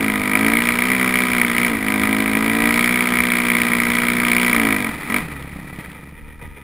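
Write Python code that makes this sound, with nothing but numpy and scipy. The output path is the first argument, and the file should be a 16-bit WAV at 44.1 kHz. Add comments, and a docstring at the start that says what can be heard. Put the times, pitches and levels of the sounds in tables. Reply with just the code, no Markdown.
"""Single-cylinder motorcycle on a cinder slope

A four-stroke dirt bike labours uphill, heard from the rider's helmet; each firing booms in the pipe, honks in
the airbox and cracks out of the silencer, all as pulses exciting resonances. The throttle shuts, blips once,
and the engine runs down and stalls. A second bike drones far ahead as a dulled pulse train.
Filtered noise makes the wind and the knocks of stones and chassis; random grains make the cinders."""
import sys
import numpy as np
from scipy import signal
from scipy.fft import rfft, irfft
from scipy.io import wavfile
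from scipy.ndimage import uniform_filter1d

SR = 44100
rng = np.random.default_rng(int(sys.argv[2]) if len(sys.argv) > 2 else 0)


def unload_audio(sound):
    """Save the sound as a 16-bit wav file, at the path given as the first command line argument."""
    columns = np.transpose(np.atleast_2d(sound))
    # keep every value between -1 and 1, then stretch to whole-number steps
    steps = np.round(np.clip(columns, -1, 1) * 32767)
    wavfile.write(sys.argv[1], SR, steps.astype(np.int16))


N = 292383
TIME = np.arange(N) / SR

# Crank speed, as firings per second: start_s, firing_hz
REVS = [(0.0, 55.15), (0.25, 49.83), (0.6, 59.18), (0.79, 60.31), (0.91, 63.34), (1.32, 61.8), (1.5, 59.37),
        (1.66, 61.12), (1.78, 52.39), (2.35, 54.09), (2.94, 61.24), (3.81, 59.71), (4.5, 61.05),
        (4.78, 50.54), (5.03, 33.42), (5.15, 50.49), (5.25, 39.85), (5.38, 34.1), (5.71, 36.18),
        (6.2, 17.27)]
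# Load set by the throttle, relative to the opening of the climb: start_s, load_db
LOAD = [(0, 0), (.22, 0.6), (.36, 1.7), (.75, -0.8), (1.69, 0), (1.79, -3), (1.88, 1), (2.55, 0.5),
        (2.8, 1.4), (2.9, -0.5), (4.6, 0.63), (4.89, 1.5), (4.92, -17), (5.07, -3.5), (5.1, 2.5), (5.18, 3),
        (5.21, -8), (5.44, -10), (5.53, -10), (5.72, -12), (5.82, -12)]
# Hardest barks of the exhaust, before the rebound from the firing ahead: start_s, extra_db
BARKS = [(0.352, 8), (0.687, 9.5), (0.787, 8), (0.821, 5.0), (1.187, 4), (1.58, 4.5), (2.841, 3.6),
         (3.071, 3.6), (3.984, 4), (4.281, 3)]
# Response of the pipe to one firing: pitch_hz, relative_db
PIPE_COLOUR = [(45, -23), (65, -38.5), (120, -16.5), (180, -4.5), (212, 9), (238, 3.5), (275, -4.5),
               (305, -21), (365, -9), (480, -10), (545, -23), (700, -30.5), (1000, -29), (3000, -77)]
# Hollow chug of the piston pumping against a shut throttle: pitch_hz, relative_db
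CHUG_COLOUR = [(40, 0.5), (70, -1.5), (105, -5.5), (138, 3), (180, 9), (230, -8), (300, 1), (360, -13),
               (800, -14), (3000, -115)]
# Airbox resonances: pitch_hz, width_hz, relative_db
AIRBOX = [(109.6, 47, -10), (284.6, 130, 3), (439, 86, -3), (688, 280, -12.5)]
# Silencer resonances: pitch_hz, width_hz, relative_db
SILENCER = [(623.5, 56, -5), (728, 47, -8), (992.4, 73, -2), (1253, 94, -2), (1613, 124, -3.5),
            (1966, 81, 2), (2640, 450, -19), (3430, 330, -35)]
# The silencer's harshest resonance, which hard firings ring most: pitch_hz, width_hz, relative_db
RASP = [(2226, 297, -2), (2283, 120, -1)]
# Colour of the gas blast: pitch_hz, relative_db
GAS_COLOUR = [(200, -35.5), (450, -30), (800, -19.5), (1250, -6), (1700, -10.5), (1970, 0), (2300, -0.5),
              (2480, -5.5), (2640, -15), (3300, -11.5), (3900, -17.5), (4650, -21.5), (5500, -21.5),
              (6000, -32.5)]
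# Colour of the valve-train clatter: pitch_hz, relative_db
CLATTER_COLOUR = [(100, -7), (300, 0), (600, -13), (950, -7), (1100, -9), (1250, -2), (1450, -10),
                  (1750, -7), (1970, 2), (2130, -6), (2420, -2), (2680, -16), (3500, -17), (5800, -28)]
# Course of the clatter, before its share in the exhaust mix: start_s, relative_db
CLATTER_COURSE = [(5.2, -28.5), (5.45, -38.5), (5.85, -38.5), (6.05, -46.5), (6.4, -59)]
# Rustle of cinders under the tyres: pitch_hz, relative_db
CINDER_COLOUR = [(200, -21), (480, 5.5), (680, -13), (950, 5), (1080, -18), (1240, 5.5), (1450, -9),
                 (1780, -0.5), (1950, 8), (2150, -2), (2440, 5.5), (2650, -12), (3600, -10), (4300, -27),
                 (5800, -22)]
# Colour of the wind on the helmet: pitch_hz, relative_db
WIND_COLOUR = [(8, -20), (20, -23), (45, -25), (70, 1), (110, -9.5), (200, -28), (600, -60)]
# Gusts: peak_s, half_length_s (to 1/e), level_db
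GUSTS = [(.12, 0.074, -40), (6.238, 0.074, -40), (6.45, 0.12, -39)]
# Colour of the gusts: pitch_hz, relative_db
GUST_COLOUR = [(10, 2), (25, -2), (40, 12), (70, -13), (120, -30), (400, -49.5)]
# A low pulsed drone near 70 Hz that swells around 5.6 s, then the far bike ahead: start_s, firing_hz, level_db
FAR_BIKE = [(0, 69.7, -79), (5.6, 68.65, -36.5), (6.05, 70.4, -42), (6.35, 76.9, -43), (6.63, 70, -42.5)]
# Colour of the far bike: pitch_hz, relative_db
FAR_COLOUR = [(45, -23), (72, 10.5), (140, 5), (280, 2.5), (400, -12.5), (700, -21), (1200, -25),
              (3000, -33)]
# Knocks of stones and chassis: start_s, level_db, pitch_hz, decay_s
KNOCKS = [(5.425, -32, 2730, 0.0026), (5.76, -33, 2220, 0.0026), (5.79, -30.5, 2090, 0.0031),
          (5.848, -31, 1960, 0.0038), (5.917, -32, 2260, 0.0018), (6.393, -38.5, 1270, 0.011),
          (6.429, -41, 540, 0.012), (6.429, -33, 80, 0.027), (6.58, -40, 433, 0.0093)]

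FIRST_PHASE = .651  # cycles already turned at the start
CLIMB_HZ, LUG_HZ, LUG_RANGE_HZ = 60.6, 58.67, 0.39  # firing rate on the climb; below LUG_HZ the engine lugs
# Strength of each engine part at CLIMB_HZ and 0 dB load, and its rise with speed
BOOM_DB, BOOM_DB_PER_HZ = -21, 0.53
CHUG_DB, CHUG_DB_PER_HZ, CHUG_DB_PER_LOAD_DB = -15.5, 0.6, 0.69  # grows with the air let in
HONK_DB, HONK_DB_PER_HZ, HONK_LUG_DB = -33, 0.95, 14.5  # gains when the engine lugs
CRACK_DB, CRACK_DB_PER_HZ, CRACK_DB_PER_LOAD_DB = -20, 0.6428, 2.24  # answers the throttle steeply
WIND_DB, CALM_S, CALM_DB_PER_S = -43.5, 4.6, 23  # the wind dies down as the bike slows
TOP_HZ = 15600


def amp(db):
    """Level law: decibels to amplitude gain."""
    return 10 ** (np.asarray(db) / 20)


def unit(x):
    """Power normalisation: scale to an rms of one."""
    return x / np.sqrt(np.mean(x ** 2))


def curve(table, at=TIME):
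    """Linear interpolation: the columns of a table, read at the given times."""
    s, *columns = np.transpose(table)
    return [np.interp(at, s, column) for column in columns]


def response(points, size=4096):
    """Minimum phase: folding the cepstrum makes a causal impulse response of a given colour."""
    hz, db = np.transpose(points)
    bins_hz = np.arange(size // 2 + 1) * SR / size
    db_at_bins = np.interp(np.log(bins_hz + 1), np.log(hz), db)
    cepstrum = irfft(np.log(amp(db_at_bins)))
    cepstrum[1:size // 2] *= 2
    cepstrum[size // 2 + 1:] = 0
    return irfft(np.exp(rfft(cepstrum)))


def resonances(modes, size=4096):
    """Modal superposition: steep resonances that swell before they ring down."""
    t = TIME[:size]
    total = 0
    for hz, width, db in modes:
        envelope = width ** 2 * t * np.exp(-np.pi * width * t)
        total = total + amp(db) * envelope * np.sin(2 * np.pi * hz * t)
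    return total


def ring(x, impulse):
    """Linear filtering: convolve a signal with an impulse response scaled to unit energy."""
    return signal.fftconvolve(x, impulse / np.linalg.norm(impulse))[:N]


def noise(points):
    """Spectral shaping: coloured noise with an rms of one."""
    return unit(ring(rng.standard_normal(N), response(points)))


def walk(rate_hz):
    """Slow fluctuation: random steps smoothed by a moving average, with an rms of one."""
    hold = int(SR / rate_hz)
    steps = np.repeat(rng.standard_normal(N // hold + 1), hold)
    return unit(uniform_filter1d(steps, hold)[:N])


def pulses(times, sizes):
    """Fractional delay: each click is shared between two neighbouring samples."""
    place = np.clip(times * SR, 0, N)
    i = place.astype(int)
    late_share = place - i
    early = np.bincount(i, sizes * (1 - late_share), N + 2)
    late = np.bincount(i + 1, sizes * late_share, N + 2)
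    return early[:N] + late[:N]


def firing_times(hz):
    """Phase integration: a firing falls wherever the summed rate completes a cycle."""
    phase = FIRST_PHASE + np.cumsum(hz) / SR
    return np.interp(np.arange(1, phase[-1]), phase, TIME)


def effort_db(times, base_db, db_per_hz, per_load=1):
    """Source strength: a part of the engine grows louder with load and with crank speed."""
    speed_db = db_per_hz * (curve(REVS, times)[0] - CLIMB_HZ)
    return base_db + per_load * curve(LOAD, times)[0] + speed_db


def lugging(times):
    """Soft threshold: 0 while the engine keeps its revs, 1 well below its lugging speed."""
    return .5 + .5 * np.tanh((LUG_HZ - curve(REVS, times)[0]) / (2 * LUG_RANGE_HZ))


def barks(times, chance, scatter_db=2.12, rebound=0.22):
    """Uneven combustion: extra dB of each firing, where a hard one leaves the next weaker."""
    extra = scatter_db * np.minimum(chance, 1.6)
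    for s, db in BARKS:
        extra[np.argmin(abs(times - s))] = db
    return extra - rebound * np.append(0, extra[:-1])


def pipe(times, weight, shut_db=-6, scatter_db=-1.0, jitter_s=.00006, return_share=0.35,
         chug_scatter_db=3.0, chug_jitter_s=0.00044):
    """Pulsed pipe: firings boom under load; on a shut throttle the piston chugs unevenly, twice a cycle."""
    chance = rng.standard_normal((len(times), 6)).T
    size = weight * amp(effort_db(times, BOOM_DB, BOOM_DB_PER_HZ) + scatter_db * chance[0])
    burning = 1 / (1 + amp(shut_db - curve(LOAD, times)[0]) ** 8)  # near 1 under load, near 0 when shut
    booms = pulses(times + jitter_s * chance[1], size * burning)
    chug_db = effort_db(times, CHUG_DB, CHUG_DB_PER_HZ, CHUG_DB_PER_LOAD_DB)
    pumped = weight * (1 - burning) * amp(chug_db + chug_scatter_db * chance[2:4])
    strokes = times + chug_jitter_s * chance[4:6]
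    half_cycle = np.gradient(times) / 2
    chugs = pulses(strokes[0], pumped[0]) + return_share * pulses(strokes[1] + half_cycle, pumped[1])
    return ring(booms, response(PIPE_COLOUR)) + ring(chugs, response(CHUG_COLOUR))


def airbox(times, weight, scatter_db=1.5, jitter_s=.00004, shut_db=-38):
    """Cavity resonance: each gulp of air honks, most when the engine lugs; a shut throttle chokes it."""
    chance = rng.standard_normal((len(times), 2)).T
    db = effort_db(times, HONK_DB, HONK_DB_PER_HZ) + HONK_LUG_DB * lugging(times)
    choke = 1 / np.sqrt(1 + amp(shut_db - db) ** 2)
    size = weight * amp(db + scatter_db * chance[0]) * choke
    return ring(pulses(times + jitter_s * chance[1], size), resonances(AIRBOX))


def gas_puff(swell_s=0.00082, echo_s=0.004, echo_db=-12, tail_s=0.14, tail_db=-16):
    """Blowdown envelope: the blast swells, surges a second time and keeps a low tail, cut at 25 ms."""
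    t = TIME[:SR // 40]
    swell = (t / swell_s) ** 2 * np.exp(2 - 2 * t / swell_s)
    surge = amp(echo_db) * np.interp(t - echo_s + swell_s, t, swell)  # peaks at echo_s
    puff = swell + surge + amp(tail_db) * np.exp(-t / tail_s)
    return puff / np.linalg.norm(puff)


def exhaust(times, weight, bounce_s=.0046, bounce_db=-12, ring_db=-7.5, ring_lug_db=3, rasp_db=-2.5,
            gas_db=-3.0, jitter_s=.00005, gas_lead_s=.0004, clatter_db=-1):
    """Step excitation: pressure rings the silencer with a blast of gas, over valve-train clatter."""
    chance = rng.standard_normal((len(times), 2)).T
    extra = barks(times, chance[0])
    size = weight * amp(effort_db(times, CRACK_DB, CRACK_DB_PER_HZ, CRACK_DB_PER_LOAD_DB))
    steps = times + jitter_s * chance[1]
    rung_size = size * amp(extra / 2 + ring_lug_db * lugging(times))
    rung = ring(pulses(steps, rung_size), resonances(SILENCER))
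    rasp = ring(pulses(steps, size * amp(extra)), resonances(RASP))
    # the step runs the pipe once more
    rasp = rasp + amp(bounce_db) * np.interp(TIME - bounce_s, TIME, rasp, left=0)
    blast = signal.fftconvolve(pulses(times - gas_lead_s, size * amp(extra / 2)), gas_puff())[:N]
    gas = ring(blast * rng.standard_normal(N), response(GAS_COLOUR))
    # the clatter flickers about a steady level on the climb and dies away as the crank stops
    clatter = noise(CLATTER_COLOUR) * amp(curve(CLATTER_COURSE)[0] + 2.5 * walk(250))
    return amp(ring_db) * rung + amp(rasp_db) * rasp + amp(gas_db) * gas + amp(clatter_db) * clatter


def engine(crack_lag_s=0.001275, intake_lead_s=0.0027):
    """Common excitation: one cylinder's firings drive pipe, airbox and exhaust until the crank stops."""
    hz, = curve(REVS)
    times = firing_times(hz)
    times = times[times < REVS[-1][0]]
    weight = np.sqrt(SR / curve(REVS, times)[0])  # slower firings carry more energy each
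    intake = airbox(times - intake_lead_s, weight)
    return pipe(times, weight) + intake + exhaust(times + crack_lag_s, weight)


def cinders(level_db=-45, grain_db=4, count=9000, flicker_db=2.35, flicker_hz=27):
    """Granular superposition: countless small stones of either sign crunch under the tyres."""
    chance = rng.random((count, 2)).T
    grain_size = amp(grain_db * np.minimum(rng.exponential(size=count), 4))
    grains = pulses(chance[0] * N / SR, np.sign(chance[1] - .5) * grain_size)
    crunch = unit(ring(grains, response(CINDER_COLOUR)))
    return crunch * amp(level_db + flicker_db * walk(flicker_hz))


def wind(side_db=-8, gust_side_db=-5, buffet_db=3, buffet_hz=16):
    """Turbulent pressure: wind buffets the helmet, a little differently each side, with deep gusts."""
    sides = np.array([[1], [-1]])
    calm_db = CALM_DB_PER_S * np.maximum(TIME - CALM_S, 0)
    steady = amp(WIND_DB - calm_db + buffet_db * np.tanh(walk(buffet_hz)))
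    gusts = sum(amp(db) * np.exp(-((TIME - s) / length) ** 2) for s, length, db in GUSTS)
    rumble = noise(WIND_COLOUR) + amp(side_db) * sides * noise(WIND_COLOUR)
    thump = noise(GUST_COLOUR) + amp(gust_side_db) * sides * noise(GUST_COLOUR)
    return steady * rumble + gusts * thump


def far_bike(scatter_db=3, jitter_s=0.00053):
    """Filtered pulse train: a dulled drone that swells around 5.6 s, then the firings of the bike ahead, dulled
    by distance."""
    hz, db = curve(FAR_BIKE)
    times = firing_times(hz)
    chance = rng.standard_normal((len(times), 2)).T
    firings = pulses(times + jitter_s * chance[0], amp(scatter_db * chance[1]))
    return unit(ring(firings - firings.mean(), response(FAR_COLOUR))) * amp(db)


def knocks(skirt_db=-18):
    """Damped impact: short dead bursts of noise, each centred on its own pitch."""
    out = np.zeros(N)
    for s, db, hz, decay in KNOCKS:
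        age = np.maximum(TIME - s, 0)
        envelope = (TIME > s) * np.exp(-age / decay)
        colour = [(hz / 8, -40), (hz / 2, skirt_db), (hz, 0), (hz * 2, skirt_db), (hz * 8, -55)]
        out += amp(db) * envelope * noise(colour)
    return out


def scene():
    """Linear superposition: all sources add, and only the wind has width."""
    return engine() + cinders() + wind() + far_bike() + knocks()


def record(dry):
    """Sample-and-hold imaging: values held at 12 kHz mirror the crack to a sizzle near 10 and 14 kHz."""
    slow = signal.resample_poly(dry, 40, 147, axis=1, window=("kaiser", 7)).clip(-.9, .9)
    held = np.repeat(slow, 4, axis=1)  # now at 48 kHz
    held = signal.resample_poly(held, 147, 160, axis=1)[:, :N]
    lowpass = signal.ellip(8, .2, 70, TOP_HZ, fs=SR, output="sos")
    return signal.sosfilt(lowpass, held)


dry = scene()
out = record(dry)
unload_audio(out)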